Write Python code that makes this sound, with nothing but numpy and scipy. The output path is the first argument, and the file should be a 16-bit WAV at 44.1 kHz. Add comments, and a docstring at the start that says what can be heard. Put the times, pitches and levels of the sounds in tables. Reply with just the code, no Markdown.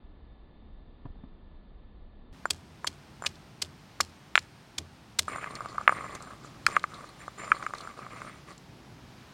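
"""Faint low wind outdoors; a piece of ginger drops into a stone mortar and settles, and the air turns to a brighter hiss.
A stone pestle then pounds it eight times and grinds the paste.
Each blow is a burst of snapping fibres (filtered clicks), juice crackle and a low thump of the rocking mortar.
Bare stone on stone is a wavelet through the bowl's resonances, with a high decaying ring and cracking grit.
Grinding is dense clicks shaped by sweep pressure, with stone ring, wet squelch and small skips."""
import sys
import numpy as np
from scipy import signal
from scipy.fft import rfft, irfft
from scipy.io import wavfile

SR = 44100
rng = np.random.default_rng(int(sys.argv[2]) if len(sys.argv) > 2 else 0)


def file_out(sig):
    """Save sig as 16-bit WAV at sys.argv[1]."""
    # one column per channel
    cols = np.atleast_2d(sig).T
    # limit, then scale
    lim = np.clip(cols, -1, 1)
    pcm = np.round(lim * 32767).astype(np.int16)
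    wavfile.write(sys.argv[1], SR, pcm)


N = 411453
TIME = np.arange(N) / SR

# Ringing of the stone. Each row: frequency in Hz, decay time t60 in s, level in dB.
STONE = [(7215, 0.062, 2), (8890, 0.023, 0)]
# Spectrum of cracking fibres and grit. Each row: frequency in Hz, level in dB.
CRUNCH = [(200, -19.5), (700, -6), (1600, -3), (2300, -2), (4500, 3), (8000, -2), (11000, -10.5),
          (16000, -25)]
# Spectrum of juice. Each row: frequency in Hz, level in dB.
WET = [(1500, -32), (3000, -5), (4200, 1.5), (5000, -3.5), (5900, -4.5), (7500, -5.5), (10000, -9.5),
       (15000, -30)]
# Sweeps of the pestle round the bowl. Each row: start in s, length in s, pressure in dB,
# bare-stone bite relative to pressure in dB, fall of the bite in dB/s (negative rises).
STROKES = [(5.276, .3, -43, -2.5, 13), (5.603, 0.25, -47, -12, 4), (5.885, .27, -43.5, -5, -10),
           (6.195, .14, -49.5, -16, 10), (6.434, 0.019, -44, -11, 10), (6.673, 0.091, -43.5, -2, 0),
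           (6.894, 0.18, -49.5, -11.5, 27), (7.188, 0.049, -56, 3.5, 12), (7.374, 0.32, -44.5, -3, 28),
           (7.742, .17, -48.5, -8.5, 1), (7.965, .1, -45.5, -11.5, 0), (8.098, .2, -49.5, -5, -7),
           (8.323, .06, -64, -2, 10), (8.469, 0.054, -50, -5.5, 30)]


def amp(db):
    """Decibels to gain."""
    return 10 ** (np.asarray(db) / 20)


def unit(x):
    """Scale to rms 1."""
    return x / np.sqrt(np.mean(x ** 2) + 1e-20)


def curve(table):
    """Each column of a table, joined by straight lines in time."""
    s, *columns = np.transpose(table)
    return [np.interp(TIME, s, c) for c in columns]


def between(start_s, end_s, fade_s=0.0035):
    """One from start to end, with linear fades inside both ends."""
    fade_in = np.clip((TIME - start_s) / fade_s, 0, 1)
    fade_out = np.clip((end_s - TIME) / fade_s, 0, 1)
    return fade_in * fade_out


def add(out, s, x):
    """Mix a short sound in at time s."""
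    i = max(int(round(s * SR)), 0)
    out[i:i + len(x)] += x[:N - i]


def band(x, hz, width_hz):
    """One resonance, gain 1 at its centre."""
    b, a = signal.iirpeak(min(hz, SR / 2 - 1000), hz / width_hz, fs=SR)
    return signal.lfilter(b, a, x)


def colour(x, points, shift=1, size=4096):
    """Minimum-phase filter through (Hz, dB) points, moved in pitch by shift."""
    hz, db = np.transpose(points)
    f = np.maximum(np.arange(size // 2 + 1) * SR / size, 1)
    gain = amp(np.interp(np.log(f), np.log(hz * shift), db))
    # folding the cepstrum makes the filter causal
    cepstrum = irfft(np.log(gain))
    cepstrum[1:size // 2] *= 2
    cepstrum[size // 2 + 1:] = 0
    impulse = irfft(np.exp(rfft(cepstrum)))
    return signal.fftconvolve(x, impulse)[:len(x)]


def walk(rate_hz):
    """Random wander: normal knots, rate_hz a second, joined by straight lines."""
    knots = rng.standard_normal(4096)
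    return np.interp(TIME * rate_hz, np.arange(len(knots)), knots)


def clicks(count, rate_hz, spread_db):
    """Random single-sample impulses, rate_hz a second, of uneven size and sign."""
    size = amp(spread_db * np.minimum(rng.exponential(size=count), 4))
    return (rng.random(count) < rate_hz / SR) * size * rng.choice([-1, 1], count)


def whines(flutter=1.07, fade_db=2):
    """Faint thin sines whose pitch and strength waver."""
    # Each row: start in s, end in s, centre in Hz, level in dB, waver depth in Hz.
    tones = [(0, 2.4, 1736, -80, 28), (0, 2.32, 3594, -83.5, 8.5), (2.32, 5.25, 8700, -81, 90),
             (7.0, 8.95, 10200, -88, 47.5)]
    out = np.zeros(N)
    for start, end, hz, db, waver_hz in tones:
        pitch_hz = hz + waver_hz * (walk(1.7) + flutter * walk(200))
        level = amp(db + fade_db * walk(13))
        tone = unit(np.sin(2 * np.pi * np.cumsum(pitch_hz) / SR))
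        out += level * tone * between(start, end)
    return out


def air(wind_db=-49, hiss_db=-53.5, turn_s=2.325):
    """Filtered noise: low wind under a dull hiss, then open air with a light rustle."""
    # Early wind spectrum. Each row: frequency in Hz, level in dB.
    wind_spectrum = [(12, -33.5), (20, -0.5), (66, -7), (109, -19), (207, -16.5), (485, -27), (1190, -35),
                     (1630, -46), (1750, -40.5), (2410, -47.5), (3730, -46), (4800, -51.5), (6240, -118),
                     (10600, -120)]
    # Later open-air spectrum. Each row: frequency in Hz, level in dB.
    hiss_spectrum = [(15, -45), (25, -37), (49, -4), (84, -6.5), (105, -3.5), (127, -0.5), (344, -10.5),
                     (394, -13), (476, -17), (818, -15.5), (1740, -21), (5140, -27.5), (8140, -37),
                     (14800, -45), (16000, -44)]
    # The breeze. Each row: time in s, low swell in dB, rustle in dB.
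    breeze = [(2.3, 0.5, 0.5), (3.3, 1.5, 1.5), (4.2, -0.5, 1.5), (5.1, 0, 1), (6.55, 3.5, 3),
              (7.5, -1.5, 4), (8.7, 2, 2.5), (9.0, 3.5, 2.5), (9.25, 1.5, 5)]
    dull = signal.ellip(8, .2, 70, 4750, fs=SR, output="sos")
    wind = signal.sosfilt(dull, unit(colour(rng.standard_normal(N), wind_spectrum)))
    wind = wind * amp(wind_db + 0.4 * walk(8.6))
    swell_db, rustle_db = curve(breeze)
    hiss = amp(hiss_db) * unit(colour(rng.standard_normal(N), hiss_spectrum))
    # below and above 600 Hz swell separately
    low = signal.sosfilt(signal.butter(1, 600, fs=SR, output="sos"), hiss)
    swell = low * amp(swell_db + 0.59 * walk(4.8))
    rustle = (hiss - low) * amp(rustle_db + 0.61 * walk(4.5))
    early = wind * between(0, turn_s + 0.0027)
    late = (swell + rustle) * between(turn_s, 10)
    return early + late + whines()


def surroundings(x, near_db=-17, near_s=0.005, far_db=-36, far_s=0.089, count=8000):
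    """Rock and hands scatter the sound at once; the field returns only a faint tail."""
    t = np.arange(count) / SR

    def tail(decay_s):
        return unit(rng.standard_normal(count) * (t > .001) * np.exp(-t / decay_s)) / np.sqrt(count)

    near = amp(near_db) * tail(near_s)
    far = amp(far_db) * tail(far_s)
    return x + signal.fftconvolve(x, near + far)[:N]


def drops(decay_s=0.006, count=4000):
    """The soft root lands, rolls and settles: low sine thuds with dull noise slaps."""
    # Each row: time in s, thud in dB, pitch in Hz, slap in dB.
    landings = [(1.057, -33.5, 121, -35.5), (1.102, -38, 55, -56), (1.155, -54, 170, -52),
                (1.19, -54, 140, -51), (1.239, -48, 150, -45)]
    # Slap spectrum. Each row: frequency in Hz, level in dB.
    slap_spectrum = [(100, -8), (200, 10.5), (280, 8), (420, -15), (700, -6), (1200, -12), (2200, -32),
                     (4300, -35), (5200, -72)]
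    out, t = np.zeros(N), np.arange(count) / SR
    for s, db, hz, slap_db in landings:
        swell = t / decay_s * np.exp(1 - t / decay_s)
        thud = amp(db) * np.sin(2 * np.pi * hz * t)
        slap = amp(slap_db) * unit(colour(rng.standard_normal(count), slap_spectrum))
        add(out, s - .005, swell ** 2 * (thud + slap))
    return out


def pops(pop_db=1, tone_db=6, count=3000):
    """Pockets of juice burst, each a tight cluster of ticks around its own pitch."""
    # Each row: start in s, peak before pop_db in dB, pitch in Hz, decay in s.
    bursts = [(3.355, -43, 3460, .0025), (3.6476, -36, 3280, .003), (4.0327, -37, 4660, .003),
              (5.5536, -28, 4380, 0.0036), (5.685, -42.5, 4500, .015), (6.1497, -31.5, 6500, 0.0076),
              (6.2233, -34.5, 7600, .003), (6.764, -28, 2880, 0.0022), (6.7945, -35.5, 3150, 0.0024),
              (6.8321, -38, 3600, 0.0032), (6.94, -41.5, 3960, .02), (7.7477, -40, 4180, 0.0045),
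              (7.7825, -34.5, 3980, .004), (7.8084, -36.5, 4330, .004), (8.5793, -41, 7540, .002)]
    out, t = np.zeros(N), np.arange(count) / SR
    for s, db, hz, decay_s in bursts:
        ticks = colour(clicks(count, 8000, 4.6) * np.exp(-t / decay_s), WET)
        ticks = band(ticks, hz, 8100)
        ticks = ticks + amp(tone_db) * band(ticks, hz, 660)
        add(out, s, amp(db + pop_db) * ticks / np.max(abs(ticks)))
    return out


def squelch(burst_db=3, count=9):
    """Wet pockets of many sizes, each crackling at its own pitch in short bursts."""
    pockets = np.zeros(N)
    for hz in np.geomspace(2900, 12000, count):
        crackle = band(band(clicks(N, 500, 2.8), hz, hz / 4), hz, hz / 4)
        pockets += crackle * amp(4.5 * walk(55)) / np.sqrt(hz)
    return unit(colour(pockets, WET) * amp(burst_db * walk(45)))


def bowl(x, tuning=1, low_hz=660, high_hz=3200):
    """Hollow answer of the mortar; the place of the pestle shifts its pitch."""
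    # Bowl with the pestle inside. Each row: frequency at tuning 1 in Hz, width in Hz, level in dB.
    resonances = [(1170, 89, -2.5), (1234, 152, -2), (1493, 100, -14), (2147, 230, -9), (2830, 140, -12)]
    modes = sum(amp(db) * band(x, hz * tuning, width) for hz, width, db in resonances)
    # the small mouth radiates little outside the range of its resonances
    mouth = signal.butter(2, [low_hz, high_hz], "band", fs=SR, output="sos")
    return signal.sosfilt(mouth, modes)


def tock(t, hz, bowl_db, tuning, lag_hz=1200, lag_width_hz=600):
    """A brief push radiates as one wavelet and fills the bowl."""
    u = np.pi * hz * t
    push = (1 - 2 * u ** 2) * np.exp(-u ** 2)
    sound = push + amp(bowl_db) * bowl(push, tuning)
    # all-pass: the hollow tone leaves the bowl a little late
    return sound - 2 * band(sound, lag_hz, lag_width_hz)


def sweeps(attack_s=0.011, ease_db_per_s=6, release_s=.018, resting_db=-63.5):
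    """Pestle pressure and bare-stone bite: quick attack, easing, release; smearing paste alters the bite."""
    # between sweeps the pestle still slides lightly
    resting = amp(resting_db) * between(STROKES[0][0], STROKES[-1][0], 0.18)
    pressure, bite = resting, resting / 2
    for start, length, db, bare_db, smear_db_per_s in STROKES:
        age = np.maximum(TIME - start, 0)
        attack = np.minimum(age / attack_s, 1)
        release = np.exp(-np.maximum(age - length, 0) / release_s)
        age = np.minimum(age, length)
        force = attack * release * amp(db - ease_db_per_s * age)
        pressure = pressure + force
        bite = bite + force * amp(bare_db - smear_db_per_s * age)
    return pressure, bite


def skips(pressure, rate_hz=14, skip_db=13, skip_hz=990, bowl_db=8, scatter_db=2.0, scatter=.13, count=1500):
    """The pestle skips over lumps: small uneven knocks that scale with its pressure."""
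    out, t = np.zeros(N), np.arange(count) / SR - .0015
    times = np.arange(STROKES[0][0], STROKES[-1][0], 1 / rate_hz)
    scatters = np.clip(rng.standard_normal((128, 3)), -2, 2)
    for s, (late, size, pitch) in zip(times, scatters):
        s = s + late / rate_hz / 2
        level = pressure[int(s * SR)] * amp(skip_db + scatter_db * size)
        add(out, s, level * tock(t, skip_hz * np.exp(scatter * pitch), bowl_db, 1))
    return out


def grinding(rub_db=-0.5, bite_db=0, bowl_db=8, wander=.055):
    """The pestle catches and slips over the grain: dense tiny knocks in the same bowl and stone."""
    # Dull rub of the grain. Each row: frequency in Hz, level in dB.
    grain_spectrum = [(60, -8.5), (125, 0), (220, -4.5), (400, -2.5), (750, -1), (1300, -7.5),
                      (1650, -13.5), (2300, -37), (4000, -44)]
    # Bare stone scraping on stone. Each row: frequency in Hz, level in dB.
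    bite_spectrum = [(600, -46), (1400, -2.5), (2100, 7), (2600, -3), (3200, -11.5), (5000, -39)]
    ring_db, ring_slope = -17, 0.85  # level at bite 1, dB per dB of bite
    wet_db, wet_slope = -41.5, .42  # level at pressure 1, dB per dB of pressure
    pressure, bare = sweeps()
    catch = amp(3.2 * walk(70))
    # fine sliding, broken by coarser slips
    slips = unit(clicks(N, 2500, 2.5) * catch) + unit(clicks(N, 90, 2))
    # paste cushions the grain into a dull rub; where it thins, bare stone bites
    grain = colour(slips, grain_spectrum)
    rub = unit(grain + amp(bowl_db) * bowl(grain))
    bite = unit(colour(clicks(N, 2000, 3.4) * catch, bite_spectrum))
    # the circling pestle changes the hollow, so its pitch wanders
    warped = TIME + np.cumsum(wander * walk(14)) / SR
    rub = np.interp(warped, TIME, rub)
    bite = np.interp(warped, TIME, bite)
    # each ring of the stone swells and fades as the contact point moves
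    ring = np.zeros(N)
    for hz, t60, db in STONE:
        swell = amp(db + 3 * walk(16))
        ring += swell * band(clicks(N, 2500, 2) * catch, hz, 3 / t60) * np.sqrt(t60)
    stone = amp(rub_db) * pressure * rub + amp(bite_db) * bare * bite
    stone = stone + amp(ring_db) * bare ** ring_slope * unit(ring)
    wet = amp(wet_db) * pressure ** wet_slope * squelch()
    return stone + wet + skips(pressure)


def knocks(lead_s=0.0013, grit_s=0.0012, count=6000):
    """Stone meets stone: a knock in the bowl, whose strength sets the stone's ring and cracking grit."""
    # Each row: time in s, push in dB, contact pitch in Hz, bowl resonance in dB, bowl tuning ratio.
    contacts = [(2.4557, -12, 1060, 2, 1.22), (2.845, -19, 1190, 3, 0.82), (3.2228, -24, 890, 1, 1.23),
                (3.2392, -28, 1130, 3, 1), (3.249, -23, 1230, -14, 1.4), (3.2564, -28, 1260, -17, 1.2),
                (4.0037, -10.5, 1180, 1.5, 0.97), (4.3553, 2, 2070, 1, 1.17),
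                (4.3776, -0.7, 1910, -7, 1.17), (5.2813, -22.5, 960, 10, 1.06),
                (5.3603, -19.5, 1054, -2, 0.95), (5.4428, -19, 1420, -2, 1.5), (5.6063, -25, 920, 9.5, .99),
                (5.6587, -23, 900, 3, 1.03), (5.7812, -27.5, 1010, 21, 1.01), (5.812, -25.5, 875, 7, 1.06),
                (5.878, 3, 1550, .5, 1), (5.8939, -6.5, 1210, 1.5, 1.02), (5.9237, -18, 856, 7.5, 1),
                (6.6661, -3, 2140, 11.5, 1.14), (6.7663, -5.5, 1440, 8, 1),
                (6.8405, -13.5, 1350, 6.5, 1.01), (7.2803, -24, 950, 3, 1), (7.518, -11, 1710, 20.5, 1.1),
                (7.6264, -25, 1290, 8.5, 1.1), (7.6649, -19, 1440, 10.5, 1.06),
                (7.737, -19.5, 1100, 1, .97), (7.874, -28.5, 1030, 9.5, 1.14),
                (8.2178, -30.5, 1230, 11.5, 1)]
    ring_at_0_db, ring_per_push = -39.5, 0.27  # dB at a 0 dB push, dB per dB
    grit_at_0_db, grit_per_push = -31, .45
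    # a hand then steadies the mortar: the ring is damped, grit is slightly louder
    held_s, held_ring_db, held_grit_db = 5.25, -11, 0.5
    out, t = np.zeros(N), np.arange(count) / SR - lead_s
    after = np.maximum(t, 0)
    ring = sum(amp(g - 60 * after / t60) * np.sin(2 * np.pi * f * after) for f, t60, g in STONE)
    for s, db, hz, bowl_db, tuning in contacts:
        held = s > held_s
        ring_db = ring_at_0_db + ring_per_push * db + held_ring_db * held
        grit_db = grit_at_0_db + grit_per_push * db + held_grit_db * held
        grit = colour(rng.standard_normal(count) * (t > 0) * np.exp(-after / grit_s), CRUNCH)
        knock = amp(db) * tock(t, hz, bowl_db, tuning)
        add(out, s - lead_s, knock + amp(ring_db) * ring + amp(grit_db) * grit)
    return out


def gap(x, direct_db=-7, shift=0.08):
    """Crunches leave through the gap of pestle and wall, whose resonances change with each landing."""
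    # Each row: mean frequency in Hz, width in Hz, level in dB.
    resonances = [(2240, 220, -7), (3200, 260, -4.5), (4610, 1100, -7.5), (7080, 390, -6)]
    tuning = np.exp(shift * rng.standard_normal(len(resonances)))
    modes = sum(amp(db) * band(x, hz * k, width) for (hz, width, db), k in zip(resonances, tuning))
    return amp(direct_db) * x + modes


def blows(lead_s=.008, touch=2.3, bottom_db=3, bottom_s=0.00019, squish_db=-28, squish_s=0.034,
          thump_hz=84, thump_s=0.049, rock_db=5, body_db=-3, count=13000):
    """Fibres snap in a dense burst, juice crackles after it, and the mortar rocks on its base."""
    # Each row: time in s, crunch level in dB, half length in s, brightness in Hz, thump in dB.
    strikes = [(2.5074, -20, 0.0021, 5230, -44), (2.874, -23.5, 0.0027, 4770, -47.5),
               (3.266, -21.5, 0.0026, 3900, -50), (3.6231, -23.5, 0.0025, 5200, -47),
               (4.0087, -18, 0.0018, 4930, -44.5), (4.3558, -18.5, 0.00022, 4800, -63),
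               (4.391, -36.5, 0.0022, 4500, -52), (4.785, -25.5, 0.002, 4900, -41.5),
               (5.1926, -16.5, 0.0023, 5500, -43), (6.6657, -14, 0.00047, 4600, -62)]
    out, t = np.zeros(N), np.arange(count) / SR - lead_s
    after = np.maximum(t, 0)
    for s, db, half_s, hz, thump_db in strikes:
        # silent until the pestle touches; one sharp crack as it bottoms out
        burst = (t > -touch * half_s) / np.cosh(np.minimum(abs(t) / half_s, 20))
        crack = amp(bottom_db) * (t > 0) * np.exp(-after / bottom_s)
        snaps = gap(colour(clicks(count, 16000, 1.2) * (burst + crack), CRUNCH, hz / 5000))
        snaps = unit(snaps) * np.sqrt(np.mean(burst ** 2))
        juice = unit(colour(clicks(count, 1500, 5.7), CRUNCH)) * (t > 0) * np.exp(-after / squish_s)
        rock = np.sin(2 * np.pi * thump_hz * after)
        rock = rock * (1 - np.exp(-after / 0.011)) * np.exp(-after / thump_s)
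        body = unit(band(band(rng.standard_normal(count), 324, 300), 290, 400))
        body = body * (t > 0) * np.exp(-after / 0.027)
        crunch = amp(db) * (snaps + amp(squish_db) * juice)
        thump = amp(thump_db) * (amp(rock_db) * rock + amp(body_db) * body)
        add(out, s - lead_s, crunch + thump)
    return out


def scene():
    """All the work at the mortar, in the open air."""
    work = drops() + knocks() + blows() + pops() + grinding()
    return (surroundings(work) + air())[None]


def record(dry, top_hz=16000):
    """Clip at full scale, then cut the top with a steep low-pass."""
    low_pass = signal.ellip(8, .2, 70, top_hz, fs=SR, output="sos")
    return signal.sosfilt(low_pass, np.clip(dry, -1, 1))


dry = scene()
out = record(dry)
file_out(out)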